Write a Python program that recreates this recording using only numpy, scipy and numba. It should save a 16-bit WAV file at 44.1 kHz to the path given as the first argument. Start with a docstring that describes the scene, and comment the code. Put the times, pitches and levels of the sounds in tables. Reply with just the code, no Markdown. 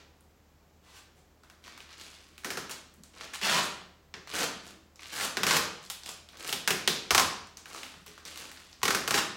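"""Protective plastic film is pulled off a steel fridge door in a bare, tiled kitchen.
Over still air and a faint motor hum, a palm smooths the film and fingers crumple it: clicks buckle facets.
Then the glue lets go in single snaps and fast zipping runs: chirped clicks that ring the taut film.
Between pulls the loose film crinkles in the hands and soft bumps reach the door.
After a last run of snaps the room rings on: every film sound is convolved with decaying noise."""
import sys
import numpy as np
from scipy import signal
from scipy.fft import rfft, irfft
from scipy.io import wavfile
from scipy.ndimage import uniform_filter1d
from numba import njit

SR = 44100
rng = np.random.default_rng(int(sys.argv[2]) if len(sys.argv) > 2 else 0)


def waveform_to_disk(signal):
    """Save audio, clipped to [-1, 1], as 16-bit WAV at the path in sys.argv[1]."""
    frames = np.transpose(np.atleast_2d(signal))
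    scaled = np.clip(frames, -1, 1) * 32767
    samples = np.round(scaled).astype(np.int16)
    wavfile.write(sys.argv[1], SR, samples)


N = 412776
TIME = np.arange(N) / SR
CLICK_LEAD_S = .002

# spectrum of loose film buckling: freq_hz, gain_db
CRINKLE_COLOUR = [(88, -41.5), (150, 1), (309, 0.5), (524, -3), (689, -2), (888, -3.5), (1170, -1.5),
                  (1980, -5.5), (3620, -4.5), (7770, -5), (14800, -11), (16000, -9.5)]


def undb(db):
    """Decibels to gain."""
    return 10 ** (np.asarray(db) / 20)


def unit(x):
    """Scale to an energy of one."""
    return x / np.sqrt(np.sum(x ** 2) + 1e-18)


def level(x):
    """Scale to an rms of one."""
    return unit(x) * np.sqrt(len(x))


def along(points, hz):
    """Read (Hz, value) points on a log-frequency axis."""
    point_hz, value = np.transpose(points)
    return np.interp(np.log(hz + 1), np.log(point_hz), value)


def convolve(x, response):
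    """Filter with an impulse response, keeping the length."""
    return signal.fftconvolve(x, response)[:len(x)]


def colour(x, points, size=4096):
    """Minimum-phase filter through (Hz, dB) points, by folding the cepstrum."""
    gain = undb(along(points, np.fft.rfftfreq(size, 1 / SR)))
    cepstrum = irfft(np.log(gain))
    cepstrum[1:size // 2] *= 2
    cepstrum[size // 2 + 1:] = 0
    return convolve(x, irfft(np.exp(rfft(cepstrum))))


def balance(x, bass_db, treble_db):
    """Set bass and treble, each at unit rms, against a middle band of rms one."""
    hz = np.fft.rfftfreq(len(x), 1 / SR)
    low = 1 / (1 + (hz / 620) ** 8)
    high = 1 - 1 / (1 + (hz / 6800) ** 8)
    spectrum = rfft(x)
    bass, middle, treble = (level(irfft(spectrum * band, len(x))) for band in (low, 1 - low - high, high))
    return undb(bass_db) * bass + middle + undb(treble_db) * treble


def disperse(x, cycles, knee_hz=120):
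    """Bending waves in a sheet: high notes arrive first, so each click chirps downwards."""
    hz = np.fft.rfftfreq(len(x), 1 / SR)
    phase = -2j * np.pi * cycles * np.log(1 + hz / knee_hz)
    return irfft(rfft(x) * np.exp(phase), len(x))


def add(out, start_s, sound):
    """Mix a sound in at a time."""
    i = max(int(start_s * SR), 0)
    out[i:i + len(sound)] += sound[:N - i]


def walk(rate):
    """Random wander: rate normal draws a second, joined by straight lines."""
    steps = rng.standard_normal(N // 100)
    return np.interp(TIME * rate, np.arange(len(steps)), steps)


def latest(table):
    """At each moment, the event that began last: its age in s, then its other columns."""
    rows = np.array(table)
    begun = np.maximum(np.searchsorted(rows[:, 0], TIME) - 1, 0)
    start_s, *columns = (column[begun] for column in rows.T)
    return [TIME - start_s] + columns


def soften(gain, fade_s):
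    """Round off the corners of an envelope."""
    return uniform_filter1d(gain, int(fade_s * SR) + 1)


def clicks(rate, spread_db, even_s):
    """Random impulses of spread sizes, rate a second, with power evened out over even_s."""
    size = undb(spread_db * np.minimum(rng.exponential(size=N), 4)) * rng.choice([-1, 1], N)
    train = size * (rng.random(N) < rate / SR)
    power = np.abs(uniform_filter1d(train ** 2, int(even_s * SR) + 1))
    return train / np.sqrt(power + 1e-4)


@njit
def resonance(x, hz, width_hz):
    """State-variable band-pass with a moving centre."""
    y, band, low = np.empty(len(x)), 0., 0.
    for i in range(len(x)):
        g, damping = np.tan(np.pi * hz[i] / SR), width_hz / hz[i]
        v = (band + g * (x[i] - low)) / (1 + g * (g + damping))
        band, low, y[i] = 2 * v - band, low + 2 * g * v, damping * v
    return y


def ring(x, hz, width_hz, db):
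    """Lift one resonance of the film, fixed or moving, over the broadband sound."""
    return x + undb(db) * resonance(x, hz * np.ones(len(x)), width_hz)


def facets(low_hz, high_hz, rate, spread_db, even_s, count=6):
    """Patches of film of several sizes click on their own, each size with its pitch."""
    pitches_hz = np.geomspace(low_hz, high_hz, count)
    return level(sum(resonance(clicks(rate, spread_db, even_s), np.full(N, hz), hz / 2)
                     for hz in pitches_hz))


def crack(spectrum, hz, q, ring_db, cycles, size=4096):
    """One click of film after a short lead-in: coloured, pitched and chirping downwards."""
    click = 1. * (np.arange(size) == int(CLICK_LEAD_S * SR))
    return disperse(ring(colour(click, spectrum), hz, hz / q, ring_db), cycles)


def flutter(x, db, decay_s):
    """A sharp release is followed by a short rattle as the sheet comes to rest."""
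    t = TIME[:len(x)]
    envelope = np.exp(-t / decay_s) * (1 - np.exp(-t / 0.00045))
    rattle = unit(rng.standard_normal(len(x)) * envelope)
    return level(x + undb(db) * convolve(x, rattle))


def background():
    """Still indoor air as coloured noise, and the wavering hum of a motor as sines."""
    # spectrum of the air: freq_hz, gain_db
    air_colour = [(20, -50), (40, -21), (52, -14), (68, -14.5), (82, -11.5), (100, -17.5), (150, -15),
                  (350, -18.5), (600, -22.5), (1000, -26), (3000, -34.5), (7700, -37.5), (8600, -46),
                  (15500, -41)]
    # motor hum: freq_hz, rms_db
    hum_tones = [(75.7, -66.5), (40.7, -74.5)]
    air = undb(-63.5) * level(colour(rng.standard_normal(N), air_colour))
    waver_rad = .5 * walk(rate=19)
    hum = sum(undb(db) * level(np.sin(2 * np.pi * hz * TIME + waver_rad)) for hz, db in hum_tones)
    return air + hum


def reverberation(build_s, size=256):
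    """Diffuse echoes of hard walls build up, then die at a rate set by frequency, the top soonest."""
    # decay of the room: freq_hz, t60_s
    room_t60 = [(100, 0.89), (260, 0.68), (700, 0.59), (1840, 0.61), (4850, 0.57), (8000, 0.44),
                (14000, 0.28)]
    hz, t, cells = signal.stft(rng.standard_normal(SR), SR, nperseg=size)
    decay_db = -60 * t / along(room_t60, hz)[:, None]
    tail = signal.istft(cells * undb(decay_db), SR)[1][:SR]
    return unit(tail * (1 - np.exp(-TIME[:SR] / build_s)))


def kitchen(x, hold_s=.13, count=5):
    """The film keeps moving, so the echo pattern changes: count tails take turns of hold_s."""
    place = (TIME // hold_s) % count
    return sum(convolve(x * (place == k), reverberation(build_s=0.00033)) for k in range(count))


def door(x, ring_db):
    """Each tug rings the steel panel faintly: decaying sine modes."""
    # panel modes: freq_hz, relative_db, t60_s
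    panel_modes = [(200, 1.5, 0.32), (271, -30, .4), (1068, 13, 0.13), (1180, -25, 0.46)]
    t = TIME[:SR]
    modes = sum(undb(db - 60 * t / t60_s) * np.sin(2 * np.pi * hz * t) for hz, db, t60_s in panel_modes)
    return x + undb(ring_db) * convolve(x, unit(modes))


def bumps():
    """Hands and tugs push the insulated door, which answers with a short, dull note."""
    # soft contacts: start_s, level_db, pitch_hz
    contacts = [(2.979, -53.5, 200), (4.678, -54, 322), (4.701, -55, 195), (7.113, -38.5, 87),
                (7.148, -50, 65), (7.835, -61, 269), (7.966, -57.5, 173), (8.085, -59, 416),
                (8.835, -49, 95)]
    out, t = np.zeros(N), TIME[:SR // 2]
    push = (1 - np.exp(-t / 0.0027)) * np.exp(-t / 0.012)
    push = push / push.max()
    for start_s, db, hz in contacts:
        add(out, start_s, undb(db) * push * np.sin(2 * np.pi * hz * t))
    return out


def handling():
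    """Each move of the hand swells and dies away: (gain, bass dB, treble dB, pitch of the folds Hz)."""
    # hand moves on loose film: start_s, rise_s, release_s, relative_db, bass_db, treble_db, fold_hz
    moves = [(0.0, 0.0039, .05, -50.5, -9, -24, 1990), (0.83, 0.081, .08, -54, -20, -11, 1600),
             (0.93, 0.044, 0.048, -48, -21, -7.5, 2140), (1.15, 0.033, .06, -65, 0, -3, 2500),
             (1.63, 0.011, 0.3, -51, -10, -15, 2300), (1.895, 0.017, 0.077, -46, -21, -16, 2440),
             (1.975, 0.015, 0.29, -47, -9, -9, 2960), (3.14, 0.1, 0.082, -45, -9.5, -12.5, 1960),
             (3.333, 0.0079, 0.043, -34, -32, -8.5, 1940), (3.61, 0.014, 0.064, -40.5, -3, 2, 2300),
             (4.15, 0.0068, .06, -49, -13, -19, 1650), (4.275, 0.062, 0.025, -39, -13, -11, 2400),
             (4.63, 0.055, 0.051, -48, -5, -6.5, 2150), (5.0, 0.18, 0.027, -42, -14, -10, 2830),
             (5.81, 0.036, .06, -49.5, -15, -6.5, 3980), (6.05, 0.04, 0.059, -43.5, -7, 0, 2850),
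             (6.33, .005, 0.05, -46.5, -8, -13, 1720), (6.39, 0.12, 0.028, -37, -8.5, -7, 2430),
             (7.67, 0.087, .2, -46, -8.5, -5, 2150), (8.065, 0.004, 0.095, -47.5, -8, -12, 2850),
             (8.25, 0.0092, 0.19, -43.5, -9, -8, 2540), (8.35, 0.061, 0.14, -44.5, -7.5, -6, 2460),
             (8.56, .012, 0.27, -53, -22, -7, 2500)]
    swell_db, fade_db = 9.5, 15  # over the rise, over the release
    age, rise, release, db, bass_db, treble_db, fold_hz = latest(moves)
    below_db = np.maximum(swell_db * (1 - age / rise), fade_db * (age - rise) / release)
    return soften(undb(db - below_db), fade_s=0.021), bass_db, treble_db, fold_hz


def crinkling():
    """Small facets and long folds of loose film buckle over the hiss of sliding."""
    # palm smooths first, then fingers grip and crumple: time_s, sliding_share (0-1, of power)
    sliding = [(1.25, 0.93), (1.4, 0.2)]
    gain, bass_db, treble_db, fold_hz = handling()
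    buckles = facets(low_hz=1140, high_hz=11200, rate=60, spread_db=-1.5, even_s=0.063)
    folds = undb(-2.0) * clicks(rate=110, spread_db=9.5, even_s=0.056)
    hiss = rng.standard_normal(N)
    share = np.interp(TIME, *np.transpose(sliding))
    film = np.sqrt(1 - share) * level(buckles + folds) + np.sqrt(share) * hiss
    film = colour(disperse(film, cycles=0.835), CRINKLE_COLOUR)
    film = ring(film, fold_hz, width_hz=3900.0, db=13)
    return gain * balance(film, bass_db, treble_db)


def creases():
    """Single folds buckle with a light, dry tick, each at its own pitch: (direct, into the room)."""
    # a crease flips over: start_s, relative_db, treble_db, pitch_hz
    flips = [(0.2069, -49, 11, 2600), (1.4345, -40.5, -9, 1390), (1.499, -37.5, -8, 1580),
             (1.6398, -37, -9, 3200), (1.6781, -32, -13, 1660), (1.7764, -34, -6, 1480),
             (1.8035, -32, -12, 2620), (1.998, -37, -3, 3110), (2.3794, -33, -3, 2550),
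             (2.4355, -35, -7, 1470), (2.6948, -27.5, -3, 1860), (2.939, -45, 12, 1660),
             (3.0351, -35.5, -2.5, 8250), (3.1634, -48, -21, 1480), (3.209, -25.5, -17, 2040),
             (4.273, -30.5, -11, 1400), (4.958, -40, -7, 6100), (4.993, -34.5, -24, 2260),
             (5.031, -31.5, -16, 2550), (6.0342, -31.5, -9, 4800), (6.0607, -26.5, -11, 3140),
             (6.0906, -25.5, -14, 8000), (6.288, -35, -9, 3530), (6.3709, -36, -2, 3730),
             (6.4764, -23, 10, 3870), (6.4931, -19, -2, 3100), (7.471, -41, -6, 7960),
             (7.5706, -29, -6, 6800), (7.657, -29.5, -10, 1460), (7.7109, -37, -18, 1350),
             (7.7459, -26.5, -12, 1030), (7.7807, -30.5, -4, 3600), (7.832, -24.5, -9, 2600),
             (7.9396, -36, -22, 1400), (8.0623, -33.5, 7, 1025), (8.1775, -33, -11, 1460),
             (8.252, -28.5, -5, 5140), (8.358, -30, -5, 2700), (8.374, -26.5, -1, 3300),
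             (8.515, -31.5, -1, 1800), (8.5729, -36, -16, 1810), (8.7282, -36.5, -17, 5100),
             (8.8165, -32, -17, 1180)]
    direct, sent = np.zeros(N), np.zeros(N)
    for start_s, db, treble_db, hz in flips:
        tick = crack(CRINKLE_COLOUR, hz, q=2.2, ring_db=3, cycles=1.1)
        tick = balance(tick, bass_db=-16.5, treble_db=treble_db)
        # the pitch of the fold is clearest on the direct path
        beam = ring(tick, hz, width_hz=hz, db=0)
        add(direct, start_s - CLICK_LEAD_S, undb(db) * flutter(beam, db=12.0, decay_s=0.0014))
        add(sent, start_s - CLICK_LEAD_S, undb(db) * level(tick))
    return undb(-23.5) * direct, undb(-22.5) * sent


def pulling():
    """A pull runs until the hand stops, freeing a longer strip: (gain, bass dB, treble dB, ring Hz)."""
    # steady pulls: start_s, length_s, final_relative_db, swell_db, mid_bass_db, mid_treble_db, final_ring_hz
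    pulls = [(2.7, 0.025, -37.5, 1, -17, -3, 1360), (3.422, 0.176, -23.5, 6, -13.5, -11.5, 920),
             (4.337, 0.11, -30.5, 1, -8.5, -7.5, 1240), (5.12, 0.14, -30, 11, -12, -5, 1200),
             (5.478, 0.092, -29.5, -4.5, -7, -5.5, 1090), (9.14, 0.056, -28.5, -1, -9.5, -6.5, 1160)]
    # as the strip lengthens its ring falls ever faster, its bass grows and its treble fades
    start_hz, bass_growth_db, treble_loss_db = 1600, 2.5, 1
    age, length, db, swell_db, bass_db, treble_db, end_hz = latest(pulls)
    freed = np.clip(age / length, 0, 1)
    active = (age >= 0) & (age < length)
    gain = soften(undb(db - swell_db * (1 - freed)) * active, fade_s=0.0091)
    bass_db = bass_db + bass_growth_db * (freed - .5)
    treble_db = treble_db - treble_loss_db * (freed - .5)
    return gain, bass_db, treble_db, start_hz + (end_hz - start_hz) * freed ** 2


def peeling():
    """The peel line sticks and slips hundreds of times a second; the freed film rings lower as it lengthens."""
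    # spectrum of film under a steady pull: freq_hz, gain_db
    pull_colour = [(41, -38), (70, -15), (108, -15), (195, -4.5), (566, -6), (1370, -8), (2070, -8),
                   (3040, -5), (7730, -11), (16000, -20)]
    gain, bass_db, treble_db, ring_hz = pulling()
    slips = clicks(rate=420, spread_db=-1.0, even_s=.018)
    slips = slips + undb(-8.5) * clicks(rate=7000, spread_db=5, even_s=0.0048)
    slips = slips + undb(-0.5) * facets(low_hz=760, high_hz=6600, rate=150, spread_db=-1, even_s=0.069)
    # patchy glue makes the slips come in clumps
    slips = slips * undb(1.7 * walk(rate=130))
    film = colour(disperse(slips, cycles=1.1), pull_colour)
    film = ring(film, ring_hz, width_hz=300.0, db=4)
    # the whole stretched sheet drums underneath
    film = ring(film, hz=195., width_hz=37.0, db=-3.5)
    return gain * balance(film, bass_db, treble_db)


def snaps():
    """A patch of glue gives way and the taut film cracks like a small drum: (direct, into the room)."""
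    # glue lets go at once: start_s, relative_db, bass_db, treble_db, crack_hz
    releases = [(2.446, -21.5, -4, -7, 1500), (2.504, -21.5, -9.5, -7, 1540), (2.572, -22, -4.5, -9, 1380),
                (3.336, -32.5, -25, -11, 1460), (3.414, -27.5, -8, -11, 1750), (4.14, -30.5, -6, -26, 1830),
                (5.21, -23.5, -19, -7, 1930), (5.37, -17.5, -5.5, -12.5, 1560),
                (5.433, -14, -7, -9.5, 1430), (5.467, -14.5, -25, -8.5, 1380),
                (5.509, -13.5, -17, -13, 1140), (5.567, -14, -12, -4.5, 1130), (5.9, -25.5, -28, 0, 3470),
                (6.527, -18, -9.5, -4.5, 3240), (6.676, -12.5, -9, -5.5, 1600),
                (6.706, -15, -7.5, -5, 2390), (6.876, -10.5, -10.5, -7.5, 3600),
                (7.107, -10.5, -12, -8.5, 1080), (7.148, -9.5, -15, -7, 975),
                (7.179, -8.5, -14.5, -8.5, 1060), (7.197, -13, -11, -5, 1010),
                (8.831, -14.5, -8.5, -5.5, 1120), (8.854, -16.5, -8, -9, 1170), (8.88, -14.5, -7, -8, 1500),
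                (8.906, -15, -21, -9, 1200), (8.948, -15.5, -7, -6, 1370), (9.077, -18, -9, -5.5, 1230),
                (9.108, -15, -6, -8.5, 1400), (9.142, -15, -6, -10, 1710), (9.178, -17, -29, -17, 1000)]
    # spectrum of a snap: freq_hz, gain_db
    snap_colour = [(29, -36), (50, -24.5), (189, -0.5), (337, -7.5), (371, -2), (615, -9), (822, -7),
                   (905, -10.5), (1020, -7), (1500, -7.5), (3670, -8.5), (4560, -8), (5150, -6),
                   (13200, -11), (16000, -15.5)]
    # at first the film comes off the side of the door, which shades the direct path
    round_the_edge_s, shade_db = 3, -3.5
    direct, sent = np.zeros(N), np.zeros(N)
    for start_s, db, bass_db, treble_db, hz in releases:
        pulse = crack(snap_colour, hz, q=3.5, ring_db=4, cycles=1.6)
        # every snap drums the same sheet
        pulse = ring(pulse, hz=395, width_hz=270., db=-1)
        pulse = balance(pulse, bass_db, treble_db)
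        # the flat sheet beams its middle notes straight ahead
        beam = ring(pulse, hz=2300., width_hz=3400., db=0)
        direct_db = db + shade_db * (start_s < round_the_edge_s)
        add(direct, start_s - CLICK_LEAD_S, undb(direct_db) * flutter(beam, db=2, decay_s=0.0069))
        add(sent, start_s - CLICK_LEAD_S, undb(db) * pulse)
    return undb(-16) * direct, undb(-19) * sent


def scene():
    """Film, hands and door sound directly and through one shared room."""
    snapped, snapped_room = snaps()
    ticked, ticked_room = creases()
    peeled = undb(-1) * peeling()
    crinkled = undb(-1.02) * crinkling()
    bumped = bumps()
    direct = snapped + peeled + ticked + crinkled
    # one early bounce off a near surface
    bounce = 0.09 * np.interp(TIME - .0027, TIME, direct, left=0)
    taut = door(snapped_room + peeled, ring_db=-31)
    room = kitchen(taut + ticked_room + undb(-1.5) * crinkled + undb(5.5) * bumped)
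    return (undb(-3) * (direct + bounce + room) + bumped + background())[None]


def record(dry):
    """The recorder drops the deepest rumble and cuts the top."""
    rumble_cut = signal.butter(4, 34, "high", fs=SR, output="sos")
    top_cut = signal.ellip(10, .2, 70, 16000, fs=SR, output="sos")
    return signal.sosfilt(top_cut, signal.sosfilt(rumble_cut, dry))


dry = scene()
out = record(dry)
waveform_to_disk(out)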